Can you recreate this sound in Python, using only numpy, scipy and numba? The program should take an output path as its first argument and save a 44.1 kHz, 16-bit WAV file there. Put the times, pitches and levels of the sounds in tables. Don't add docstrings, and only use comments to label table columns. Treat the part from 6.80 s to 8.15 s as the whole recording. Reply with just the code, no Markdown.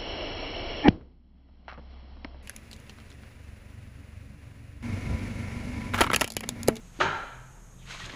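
import sys
import numpy as np
from scipy import signal
from scipy.fft import rfft, irfft
from scipy.io import wavfile
from scipy.ndimage import uniform_filter1d
from numba import njit

SR = 44100
rng = np.random.default_rng(int(sys.argv[2]) if len(sys.argv) > 2 else 0)


def convert_level_to_amplitude(level_db):
    exponent = np.asarray(level_db, float) / 20
    return 10 ** exponent


def put_to_file(sound):
    columns = np.atleast_2d(sound).T
    safe = np.clip(columns, -1, 1)
    whole_steps = np.round(safe * 32767)
    wavfile.write(sys.argv[1], SR, whole_steps.astype(np.int16))


N = 59535


def level(x, db):
    return x * convert_level_to_amplitude(db) / np.sqrt(np.mean(x ** 2))


def colour(x, points):
    hz, db = np.array(points, float).T
    f = np.maximum(np.fft.rfftfreq(len(x), 1 / SR), 1)
    gain = convert_level_to_amplitude(np.interp(np.log(f), np.log(hz), db))
    return irfft(rfft(x) * gain, len(x))


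def band(x, hz, width_hz):
    return signal.lfilter(*signal.iirpeak(hz, hz / width_hz, fs=SR), x)


def walk(rate):
    hold = int(SR / rate)
    steps = np.repeat(rng.standard_normal(N // hold + 1), hold)
    wander = uniform_filter1d(uniform_filter1d(steps, hold), hold)[:N]
    return wander / wander.std()


@njit
def rings(n, at, hz, t60, size, sr):
    out = np.zeros(n)
    for k in range(len(at)):
        first = int(at[k] * sr) + 1
        turn = np.exp((2j * np.pi * hz[k] - np.log(1000.) / t60[k]) / sr)
        z = size[k] * turn ** (first - at[k] * sr)
        for i in range(first, min(n, first + int(t60[k] * sr))):
            out[i] += z.imag
            z *= turn
    return out


def strikes(rows):
    start, db, hz, t60 = np.array(rows, float).T
    return rings(N, start, hz, t60, convert_level_to_amplitude(db), 1. * SR)


# start in seconds, peak in dB, ring in Hz, t60 in seconds.
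SLAP_CONTACTS = [(.1905, -30.5, 300, 0.055), (0.2027, -29, 700, 0.022), (.2035, -17.5, 1340, 0.018),
                 (0.203, -26.5, 600, 0.066), (.2085, -18.5, 808, 0.038), (.2105, -18.5, 1253, 0.049),
                 (0.2121, -14, 1850, 0.015), (.2138, -24, 1320, 0.012), (.2155, -21, 1585, 0.02),
                 (0.2164, -16, 1450, 0.031), (.2205, -39, 1010, 0.016), (.2060, -28.5, 370, 0.21)]
# ring in Hz, level in dB, t60 in seconds.
HAND_HOLLOWS = [(265, -13.5, 0.027), (370, -12, 0.023), (600, -10.5, 0.032), (894, 0.5, 0.027),
                (1080, -8.5, 0.0081), (1366, 5, 0.021), (1623, 3, 0.016), (2100, -8.5, .012),
                (2383, -6, 0.015), (3080, -6, 0.0078), (3975, -12.5, 0.008), (6480, -11.5, 0.0016)]
# pitch in Hz, peak in dB, start in seconds, rise in seconds.
ROOM_BOOMS = [
    (89.6, -38.5, 0.208, 0.051),
    (148, -38, 0.231, 0.039),
    (386.8, -41, 0.212, 0.04),
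    (97.3, -44.5, .32, 0.027),
]


def slap(t):
    crack_hz, crack_width_hz, crack_db = 2600, 1530, -31.5
    crack_s, crack_rise_s = 0.1976, 0.014
    u = np.maximum(t - crack_s, 0) / crack_rise_s
    air = band(rng.standard_normal(N), crack_hz, crack_width_hz)
    air = band(air, crack_hz, 2 * crack_width_hz)
    crack = convert_level_to_amplitude(crack_db) * level(air, 0) * u * np.exp(1 - u)

    walls_s, walls_db = 0.207, -27.5
    walls = np.zeros(N)
    for hz, db, t60 in HAND_HOLLOWS:
        hollow = strikes([(walls_s, db, hz, t60)])
        walls += signal.fftconvolve(hollow, room(t))[:N]
    early = walls[int(.25 * SR):int(.3 * SR)]
    walls = walls * convert_level_to_amplitude(walls_db) / early.std()

    x = strikes(SLAP_CONTACTS) + crack + walls
    x = signal.sosfilt(signal.butter(3, [163, 7800], "band", fs=SR, output="sos"), x)
    for hz, db, start, rise in ROOM_BOOMS:
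        v = np.maximum(t - start, 0) / rise
        x = x + convert_level_to_amplitude(db) * (v * np.exp(1 - v)) ** 2 * np.sin(2 * np.pi * hz * t)
    return x


# time in seconds, level in dB, tilt in dB either side of 2 kHz.
PAPER_DRAG = [(1.038, -58, 6), (1.085, -50, 3.5), (1.11, -44.5, 6), (1.148, -45, 5), (1.175, -47.5, 4),
              (1.206, -49, 7), (1.26, -42, -0.5), (1.288, -56, -9), (1.35, -47.5, -3)]
# frequency in Hz, gain in dB.
PAPER_COLOUR = [(200, -3), (300, -0.5), (880, -5), (1080, 0), (1900, -1.5), (3900, -4.5), (4900, -12.5),
                (9000, -18)]


def paper(t):
    start, db, tilt = np.array(PAPER_DRAG).T
    drag = convert_level_to_amplitude(np.interp(t, start, db, left=-120)) * np.clip((t - start[0]) / 0.032, 0, 1)

    grains_per_s, grain_spread_db, grain_cycles = 1200, 3, 1.1
    when, pitch, size, sign = rng.random((int(grains_per_s * N / SR), 4)).T
    hz = 500 * 2 ** (4.1 * pitch)
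    size = convert_level_to_amplitude(-grain_spread_db * np.log(size + 1e-6)) * np.sign(sign - .5) * hz / 2000
    grains = rings(N, when * N / SR, hz, 3 * grain_cycles / hz, size, 1. * SR)

    scrape_db, flicker_db = 9, 0.8
    raw = level(grains, 0) + level(rng.standard_normal(N), scrape_db)
    raw = level(colour(raw, PAPER_COLOUR), 0) * convert_level_to_amplitude(flicker_db * walk(59.3))
    low = signal.lfilter(*signal.butter(1, 2000, fs=SR), raw)
    lean = np.interp(t, start, tilt)
    x = drag * (low * convert_level_to_amplitude(-lean) + (raw - low) * convert_level_to_amplitude(lean)) + creases(t)
    return signal.sosfilt(signal.butter(3, 8100, fs=SR, output="sos"), x)


# start in seconds, peak in dB, pitch in Hz, t60 in seconds.
PAPER_CREASES = [(1.084, -43, 1070, 0.0076), (1.105, -41, 3600, 0.0055), (1.111, -37, 2230, 0.005),
                 (1.128, -33, 2440, .005), (1.138, -32, 2600, 0.0056), (1.146, -36, 2180, 0.0051),
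                 (1.149, -33, 1090, 0.018), (1.2005, -31, 3270, .006), (1.2035, -34, 1130, 0.017),
                 (1.244, -32, 3400, 0.0057), (1.255, -31, 3860, 0.0085), (1.261, -33, 6800, .004),
                 (1.271, -40, 3720, 0.0037), (1.297, -29.5, 1760, .007), (1.3016, -28.5, 2260, 0.0054),
                 (1.312, -36, 3020, 0.0056), (1.322, -33.5, 3240, 0.0031), (1.339, -30.5, 1770, 0.0036),
                 (1.346, -35.5, 1040, 0.015)]


def creases(t):
    ring_db, tear_db = -1.5, -15
    air = rng.standard_normal(N)
    tears = np.zeros(N)
    for start, db, hz, t60 in PAPER_CREASES:
        tear = band(band(air, hz, hz / 1.3), hz, hz)
        tears += level(tear, db) * np.exp(-((t - start) / (0.68 * t60)) ** 2)
    return convert_level_to_amplitude(ring_db) * strikes(PAPER_CREASES) + convert_level_to_amplitude(tear_db) * tears


# start in seconds, peak in dB, pitch in Hz, t60 in seconds.
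BENCH_KNOCKS = [
    (1.237, -36, 115.4, .12),
    (1.266, -38.5, 97, 0.079),
    (1.338, -36.5, 277, 0.047),
]


def knocks():
    return strikes(BENCH_KNOCKS)


# start in seconds, length in seconds, pitch in Hz, level in dB.
EDGE_SQUEAK = (1.206, .028, 1900, -41)


def squeak(t):
    start, length, hz, db = EDGE_SQUEAK
    swell = np.sin(np.pi * np.clip((t - start) / length, 0, 1))
    return convert_level_to_amplitude(db) * swell * np.sin(2 * np.pi * hz * t + .4 * walk(60))


# start in seconds, length in seconds, centre in Hz, width in Hz, level in dB.
SLEEVE_BRUSHES = [
    (-.05, 0.21, 2600, 2430, -64.5),
    (0.107, 0.19, 1870, 2860, -56.5),
    (0.972, 0.081, 3460, 600, -63),
    (1.011, 0.048, 2560, 910, -58),
]


def sleeve(t):
    x = np.zeros(N)
    for start, length, hz, width_hz, db in SLEEVE_BRUSHES:
        cloth = band(band(rng.standard_normal(N), hz, width_hz), hz, 2 * width_hz)
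        x += level(cloth, db) * np.sin(np.pi * np.clip((t - start) / length, 0, 1))
    return x


# frequency in Hz, t60 in seconds, level in dB.
GARAGE_DECAY = [(90, 0.63, 14), (231, 0.66, 2), (600, 0.91, 5.5), (1360, 0.87, -2), (2580, 0.85, 3.5),
                (4730, 0.81, 10.5), (9800, 0.14, 0.5)]


def room(t):
    build_s = 0.006
    hz, t60, db = np.log(np.array(GARAGE_DECAY).T[0]), *np.array(GARAGE_DECAY).T[1:]
    tail = np.zeros(N)
    for f in 60 * 2 ** np.arange(0, 7.9, .5):
        band_db = np.interp(np.log(f), hz, db)
        band_t60 = np.interp(np.log(f), hz, t60)
        tail += convert_level_to_amplitude(band_db - 60 * t / band_t60) * band(rng.standard_normal(N), f, f / 1.73)
    tail = tail * (1 - np.exp(-t / build_s))
    return tail / np.sqrt(np.sum(tail ** 2))


# pitch in Hz, rms in dB, beats per second, loudest moment in seconds,
# beat depth from 0 to 1.
HUM_LINES = [(37.8, -52, 4.5, .8, 0), (42.7, -63, 4.6, 3.2, .5), (88.5, -65.5, 6.1, 1.4, 0.9),
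             (127.9, -56, 2.2, .61, 0.8), (179.1, -65.5, 0.9, 0.023, 1)]


def hum(t):
    wander = 0.008
    load_s, unloaded_db = 0.48, -7.5
    load = convert_level_to_amplitude(unloaded_db / (1 + np.exp((t - load_s) / 0.034)))
    x = np.zeros(N)
    for k, (hz, db, beat_hz, loudest_s, depth) in enumerate(HUM_LINES):
        phase = 2 * np.pi * np.cumsum(hz * (1 + wander * walk(9.3))) / SR
        beat = 1 + depth * np.cos(2 * np.pi * beat_hz * (t - loudest_s))
        line = convert_level_to_amplitude(db) * np.sqrt(2) * beat * np.sin(phase)
        x += line * load if k == 3 else line
    return x


# frequency in Hz, gain in dB.
FLOOR_COLOUR = [(25, -6), (130, -8), (320, -20.5), (1360, -26.5), (4800, -40.5), (6670, -29.5),
                (10000, -38), (12500, -41.5)]


def floor():
    air = colour(rng.standard_normal(N), FLOOR_COLOUR)
    hiss = signal.sosfilt(signal.butter(4, 200, "high", fs=SR, output="sos"), air)
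    return air * convert_level_to_amplitude(-58.5) / hiss.std()


def scene():
    t = np.arange(N) / SR
    sheet = paper(t) + knocks()
    wet = convert_level_to_amplitude(-11.5) * signal.fftconvolve(sheet, room(t))[:N]
    return (slap(t) + sheet + wet + squeak(t) + sleeve(t) + hum(t) + floor())[None]


def band_limit(x):
    return signal.sosfilt(signal.butter(12, 14330, fs=SR, output="sos"), x)


def record(dry):
    x = dry + convert_level_to_amplitude(1.5) * band(dry, 6520, 380)
    x = signal.sosfilt(signal.butter(8, 13460, fs=SR, output="sos"), x)
    return band_limit(x)


dry = scene()
out = record(dry)
put_to_file(out)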